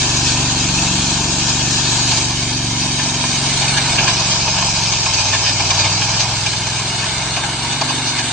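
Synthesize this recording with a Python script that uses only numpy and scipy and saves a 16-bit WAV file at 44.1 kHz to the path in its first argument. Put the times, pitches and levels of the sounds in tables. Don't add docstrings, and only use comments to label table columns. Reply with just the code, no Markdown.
import sys
import numpy as np
from scipy import signal
from scipy.fft import rfft, irfft
from scipy.io import wavfile

SR = 44100
rng = np.random.default_rng(int(sys.argv[2]) if len(sys.argv) > 2 else 0)


def dump_mix(stems):
    frames = np.atleast_2d(stems).T
    limited = np.clip(frames, -1, 1)
    pcm = np.round(limited * 32767).astype(np.int16)
    wavfile.write(sys.argv[1], SR, pcm)


N = 366912

FIRING_PHASES, BARK_LAG = (.545, 0.1959), 0.0883
# engine_order, relative_db
THUD_ORDERS = [(2, -2.5), (3, 0), (4, -2)]
DRONE_ORDERS = [(7, -14), (8, 0), (9, -8)]
BARK_ORDERS = [(10, -3.5), (11, -2.5), (12, -10), (13, -1.5), (14, -4), (15, -6.5), (16, -9.5), (17, -17),
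               (18, -15)]
# time_s, thud_db, fifth_db, sixth_db, drone_db, bark_db, gas_db
EXHAUST_LEVELS = [(.25, -29, -25, -28, -32.5, -29, -40), (.85, -29.5, -28.5, -25.5, -25.5, -29.5, -37.5),
                  (1.3, -30, -29.5, -27.5, -29.5, -30, -33.5), (1.75, -31.5, -26, -26.5, -32.5, -29.5, -37),
                  (2.25, -31.5, -26, -31.5, -33, -32, -45), (2.75, -33.5, -27.5, -30, -31.5, -30, -45),
                  (3.25, -35.5, -34.5, -27, -34, -30.5, -44), (3.75, -32, -30, -25.5, -32.5, -34.5, -41),
                  (4.25, -34, -29, -30, -33, -42, -41), (4.75, -33, -29.5, -31, -31, -46, -47),
                  (5.15, -35, -29.5, -34, -36, -49, -45), (5.4, -36, -28.5, -30, -36, -43, -44),
                  (5.9, -36.5, -28, -28.5, -30.5, -40, -47), (6.3, -35.5, -28, -30.5, -37.5, -47, -48),
                  (6.75, -38.5, -30.5, -30, -34, -42, -40), (7.25, -36, -32, -31.5, -37, -41.5, -51),
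                  (7.8, -39, -33.5, -29.5, -38, -33, -41), (8.3, -41, -31, -34, -42, -33, -43)]


def exhaust(cycle):
    thud = engine_orders(cycle, THUD_ORDERS, second_db=-3, wander_db=.7, slip_rad=.15)
    fifth = engine_orders(cycle, [(5, 0)], second_db=-3, wander_db=.3, slip_rad=.08)
    sixth = engine_orders(cycle, [(6, 0)], second_db=-3, wander_db=.3, slip_rad=.08)
    drone = engine_orders(cycle, DRONE_ORDERS, second_db=-1.5, wander_db=.5, slip_rad=.12)
    bark = engine_orders(cycle - BARK_LAG, BARK_ORDERS, second_db=-3, wander_db=1.1, slip_rad=.12)
    bark = unit(bark + undb(.5) * resonate(bark, hz=257, stage_width_hz=38))
    puffs = 1 + .4 * np.cos(2 * np.pi * (cycle - np.mean(FIRING_PHASES) - BARK_LAG))
    gas = unit(puffs * resonate(rng.standard_normal(N), hz=297, stage_width_hz=207))
    parts = thud, fifth, sixth, drone, bark, gas
    return sum(undb(db) * part for db, part in zip(curves(EXHAUST_LEVELS), parts))


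def engine_orders(cycle, orders, second_db, wander_db, slip_rad):
    out = 0
    for order, db in orders:
        first, second = np.exp(-2j * np.pi * order * np.array(FIRING_PHASES))
        phase = 2 * np.pi * order * cycle + np.angle(first + undb(second_db) * second)
        phase += slip_rad * drift(2)
        level_db = db + wander_db * drift(2.01) + 1.05 * drift(14)
        out -= undb(level_db) * np.cos(phase)
    return unit(out)


HEADINGS_DEG = (0, 45, 90, 180)
# frequency_hz, relative_db
FRONT_SPECTRUM = [(710, -19), (1200, -9), (1450, -5.5), (1800, -2), (1990, -10), (2150, -2.5), (2550, 2),
                  (3000, -1.5), (3300, 1.5), (3550, -5), (3750, 0.5), (4400, 1.5), (5300, 0), (5800, -0.5),
                  (6500, -1), (7300, -2.5), (8000, -6.5), (9000, -16.5), (9600, -25)]
OBLIQUE_SPECTRUM = [(710, -26), (1250, -18), (1650, -3.5), (1990, -5), (2200, 1.5), (2420, 2.5),
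                    (2720, -2.5), (3180, 2), (3490, -7), (3800, 4), (4100, -2), (4450, 3), (5000, 0.5),
                    (5550, -1), (6400, 2), (7100, -4), (7500, -6.5), (8600, -8), (9100, -16), (9600, -26)]
SIDE_SPECTRUM = [(710, -21.5), (1200, -4), (1620, 0.5), (1890, -3.5), (2150, 4), (2400, 0), (2620, -3.5),
                 (2900, 3), (3230, -5.5), (3650, 1.5), (3900, -1), (4300, 1.5), (5000, -4.5), (5500, -7),
                 (6100, -3), (7200, -9), (8100, -5), (9000, -11.5), (9600, -26.5)]
REAR_SPECTRUM = [(710, -20), (1350, -12.5), (1620, -4.5), (1980, -6), (2200, 1.5), (2480, 4), (2750, -0.5),
                 (3100, 1.5), (3450, -3.5), (3900, 1), (4250, 2), (4600, 4), (5100, 4), (5900, 1),
                 (6450, 1.5), (7300, -6), (8000, -5), (8800, -21.5), (9200, -34.5), (9600, -43.5)]


def blade_hiss(sweep, heading_shares):
    grit = steel_modes(grains(per_s=5000, spread_db=0) * sweep)
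    sand = unit(resonate(grains(per_s=260, spread_db=3.5), hz=6500, stage_width_hz=4500))
    views = zip(heading_shares, (FRONT_SPECTRUM, OBLIQUE_SPECTRUM, SIDE_SPECTRUM, REAR_SPECTRUM))
    grinding = sum(share * unit(colour(grit, spectrum, causal=0)) for share, spectrum in views)
    return grinding + undb(-21) * sand


def steel_modes(friction, count=56, q=50, flicker_db=6.5):
    out = friction
    for hz in np.geomspace(1500, 9300, count) * (1 + .006 * rng.standard_normal(count)):
        mode = bandpass(friction, hz, hz / q)
        out = out + undb(flicker_db * np.clip(drift(28), -1.6, 1.6)) * mode
    return unit(out)


def rotor_sizzle(sweep):
    friction = grains(per_s=4300, spread_db=3) * sweep
    edge = unit(resonate(friction, hz=6600, stage_width_hz=1100))
    return edge * undb([[0], [-18]])


# pitch_hz, width_hz, relative_db
RING_MODES = [(690, 90, 9), (885, 115, 15), (1030, 75, 10)]
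RASP_MODES = [(1700, 200, 3.1), (2450, 210, 7.5), (2790, 520, 2.9)]
EDGE_MODES = [(3815, 200, 4.5), (4490, 440, 4.5), (4900, 450, 2.5), (6210, 550, 4)]
# time_s, length_s, ring_db, rasp_db, edge_db
HARD_CATCHES = [(1.49, 0.05, -28, -46, -23), (2.122, 0.021, -22, -23, -18.5), (2.181, .025, -31, -27, -20),
                (2.999, .04, -27, -22, -29), (3.244, .012, -18.5, -21, -34),
                (3.629, 0.042, -23.5, -22, -26), (3.693, 0.039, -39, -24, -21.5),
                (3.78, 0.028, -24, -16, -20), (3.991, 0.033, -26, -14.5, -24),
                (4.085, 0.037, -19.5, -16.5, -19.5), (4.202, 0.03, -23, -30, -24),
                (4.484, 0.022, -20, -20, -34), (4.58, .05, -27, -23.5, -33),
                (4.629, 0.0067, -16.5, -20.5, -24), (4.83, 0.023, -33, -30, -28),
                (4.93, .025, -26, -25, -24), (5.066, 0.009, -16.5, -17, -25), (5.145, 0.03, -32, -29, -19),
                (5.194, 0.065, -26, -22, -23), (5.268, 0.06, -27, -31, -26), (5.342, 0.04, -21, -18.5, -21),
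                (5.475, 0.055, -32, -20.5, -21.5), (5.603, 0.022, -20, -20, -32),
                (5.711, 0.024, -21, -18, -17.5), (5.754, .03, -28, -28, -25),
                (5.802, 0.045, -31, -21.5, -16.5), (5.854, 0.051, -23.5, -20, -25),
                (6.024, 0.0073, -20, -15.5, -40), (6.088, 0.045, -29, -37, -32),
                (6.209, 0.036, -23.5, -25, -18), (6.469, 0.02, -23.5, -19, -22),
                (6.675, 0.013, -26, -27, -24), (6.802, 0.014, -27, -31, -31), (7.033, 0.06, -30, -25, -36),
                (7.376, 0.038, -24.5, -23, -27), (7.442, 0.028, -23, -23, -36),
                (7.819, 0.013, -15, -22, -19), (7.902, 0.04, -22, -25, -24), (8.082, 0.071, -33, -32, -22),
                (8.192, 0.036, -26, -22, -22)]


def blade_catches(events, detune=.045, spread_db=2.5, tail_s=.028, tail_db=-15):
    t = np.arange(N) / SR
    out = np.zeros(N)
    for time_s, length_s, *levels_db in events:
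        near = slice(max(int((time_s - .06) * SR), 0), int((time_s + .14) * SR))
        age = t[near] - time_s + .0045
        slope_s = length_s * np.where(age < 0, .21, .48)
        swell = np.exp(-(age / slope_s) ** 2)
        power = swell + undb(2 * tail_db) * (age > 0) * np.exp(-abs(age) / tail_s)
        for modes, db in zip((RING_MODES, RASP_MODES, EDGE_MODES), levels_db):
            tuned = [(hz * (1 + detune * rng.uniform(-1.18, 1)), width_hz,
                      mode_db + spread_db * rng.standard_normal()) for hz, width_hz, mode_db in modes]
            scrape = np.sqrt(power) * grains(per_s=5000, spread_db=-.5, size=len(age))
            out[near] += undb(db) * np.sqrt(power.mean()) * unit(ring(scrape, tuned))
    return out


def blade_grazes(turns, level_db, blades, length_s=.027, jitter=.17, clearance_s=.065):
    passes = blades * turns
    count = int(passes[-1])
    chance = rng.standard_normal((256, 5))[:count]
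    timing, strength, tint = chance[:, 0], chance[:, 1], chance[:, 2:]
    samples = np.searchsorted(passes, np.arange(count) + .5 + jitter * timing).clip(0, N - 1)
    strength_db = level_db[samples] - 2 * np.minimum(strength, 2)
    colour_db = np.array([-4, -2, -1]) + (9 * tint).clip(-2, 2)
    levels_db = strength_db[:, None] + colour_db
    hard_s = np.array(HARD_CATCHES)[:, 0]
    return [(time_s, length_s, *row) for time_s, row in zip(samples / SR, levels_db)
            if abs(hard_s - time_s).min() > clearance_s]


# pitch_hz, width_hz, relative_db
CASING_MODES = [(676, 110, -4), (885, 270, 6.5), (918, 100, 0), (1605, 170, -3)]


def valve_clatter(cycle):
    pattern = rng.standard_normal(2048)
    repeating = pattern[(cycle % 1 * len(pattern)).astype(int)]
    blows = repeating + grains(per_s=1500, spread_db=3)
    throb = 1 + .074 * np.cos(2 * np.pi * (cycle - .22))
    blows *= throb * undb(2 * drift(25))
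    return unit(ring(blows, CASING_MODES))


# frequency_hz, relative_db
FAN_SPECTRUM = [(20, -12), (60, -8.5), (150, -2.5), (260, -4.5), (380, -3), (500, -12.5), (700, -1),
                (1200, -8.5), (1700, -11), (2600, -48.5)]


def fan_rush():
    return unit(colour(rng.standard_normal(N), FAN_SPECTRUM))


def hollow_notch(x, depth=.75):
    return x - depth * bandpass(x, hz=1985, width_hz=175)


# frequency_hz, level_db
SIDE_OVER_MID = [(60, -32.5), (190, -38), (330, -14.5), (580, -10.5), (900, -15), (1300, -0.5),
                 (1700, -10.5), (2400, -11.5), (3210, 0.5), (5670, 0), (10000, 1)]


def stereo(mid, other):
    side = colour(other, SIDE_OVER_MID)
    return np.array([mid + side, mid - side])


def ring(x, modes):
    return sum(undb(db) * resonate(x, hz, 1.41 * width_hz) for hz, width_hz, db in modes)


def resonate(x, hz, stage_width_hz):
    return bandpass(bandpass(x, hz, stage_width_hz), hz, stage_width_hz)


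def bandpass(x, hz, width_hz):
    return signal.lfilter(*signal.iirpeak(hz, hz / width_hz, fs=SR), x)


def colour(x, spectrum, causal=1, size=8192):
    hz, db = np.transpose(spectrum)
    bins_hz = np.maximum(np.fft.rfftfreq(size, 1 / SR), 1)
    gain = undb(np.interp(np.log(bins_hz), np.log(hz), db))
    cepstrum = irfft(np.log(gain))
    cepstrum[1:size // 2] *= 1 + causal
    cepstrum[size // 2 + 1:] *= 1 - causal
    response = np.roll(irfft(np.exp(rfft(cepstrum))), size // 2)
    return signal.oaconvolve(x, response)[size // 2:size // 2 + N]


def grains(per_s, spread_db, size=N):
    present = rng.random(size) < per_s / SR
    sizes = undb(spread_db * np.minimum(rng.exponential(size=size), 3))
    return unit(present * sizes * rng.choice([-1, 1], size))


def drift(per_s):
    knots = rng.standard_normal(2048)
    return np.sqrt(3 / 2) * np.interp(np.arange(N) / SR * per_s, np.arange(len(knots)), knots)


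def curves(table):
    time_s, *columns = np.transpose(table)
    return [np.interp(np.arange(N) / SR, time_s, column) for column in columns]


def undb(db):
    return 10 ** (np.asarray(db) / 20)


def unit(x):
    return x / np.sqrt(np.mean(x ** 2))


# time_s, rate_hz
ENGINE_SPEED = [(0.1, 24.0), (0.69, 23.3), (1.15, 23.3), (2.01, 24.1), (3.47, 22.5), (4.18, 23.2),
                (4.41, 22.4), (4.61, 23.1), (4.75, 22.7), (5.04, 21.5), (5.2, 19.4), (5.52, 20.1),
                (5.75, 19.2), (6.0, 20.9), (6.21, 22.0), (6.55, 20.3), (6.84, 21.7), (7.48, 22.1),
                (7.84, 23.4), (8.28, 23.0)]
# time_s, hiss_db, mechanical_db
NOISE_LEVELS = [(0.1, -19.5, -26.5), (1.3, -21, -28), (2.15, -19.5, -27.5), (2.33, -22.5, -30),
                (2.7, -22.5, -32), (3.2, -21, -28), (3.6, -19.5, -26.5), (4.0, -19.5, -23),
                (4.3, -18.8, -26.5), (4.6, -19.5, -27), (4.95, -19.5, -28), (5.2, -20, -28),
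                (5.71, -19.5, -25.5), (6.09, -20, -26.5), (6.5, -22, -29.5), (7.14, -22.5, -27.5),
                (7.52, -24, -28), (8.25, -22, -29.5)]
# time_s, heading_deg, left_minus_right_db
ORIENTATION = [(0, 4, 0.5), (1.9, -5, 1), (2.45, 43, 0.5), (3.3, 52, 0), (3.65, 67, 0), (4.0, 157, -0.5),
               (4.5, 188, 0.3), (6.1, 175, 0), (6.8, 122, 0), (7.4, 92, 0), (8.32, 92, 0)]
CYCLES_PER_TURN, BLADES_PER_ROTOR = 11.1, 4


def scene():
    cycle_hz, = curves(ENGINE_SPEED)
    hiss_db, mechanical_db = curves(NOISE_LEVELS)
    heading_deg, pan_db = curves(ORIENTATION)
    heading_shares = [np.interp(heading_deg, HEADINGS_DEG, row) for row in np.eye(len(HEADINGS_DEG))]
    facing = heading_shares[0]
    cycle = np.cumsum(cycle_hz) / SR
    turns = cycle / CYCLES_PER_TURN
    rotor_rad = 2 * np.pi * turns
    ripple_db = .13 * np.sin(rotor_rad) + .17 * np.sin(BLADES_PER_ROTOR * rotor_rad)
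    sweep = undb(ripple_db + .5 * drift(22) + .5 * drift(140))
    events = HARD_CATCHES + blade_grazes(turns, mechanical_db - 5 * facing, BLADES_PER_ROTOR)
    mid, other = (hollow_notch(undb(mechanical_db - 3.5) * valve_clatter(cycle)
                               + undb(mechanical_db - 2.5) * fan_rush()
                               + undb(hiss_db) * blade_hiss(sweep, heading_shares)
                               + blade_catches(events)) for _ in range(2))
    machine = stereo(mid, other) + facing * undb(hiss_db - 3) * rotor_sizzle(sweep)
    return exhaust(cycle) + machine * undb(np.array([pan_db, -pan_db]) / 2)


def record(dry):
    ceiling, cutoff_hz = .78, 9700
    rounded = dry / (1 + (dry / ceiling) ** 6) ** (1 / 6)
    return signal.sosfilt(signal.ellip(10, .2, 80, cutoff_hz, fs=SR, output="sos"), rounded)


dry = scene()
out = record(dry)
dump_mix(out)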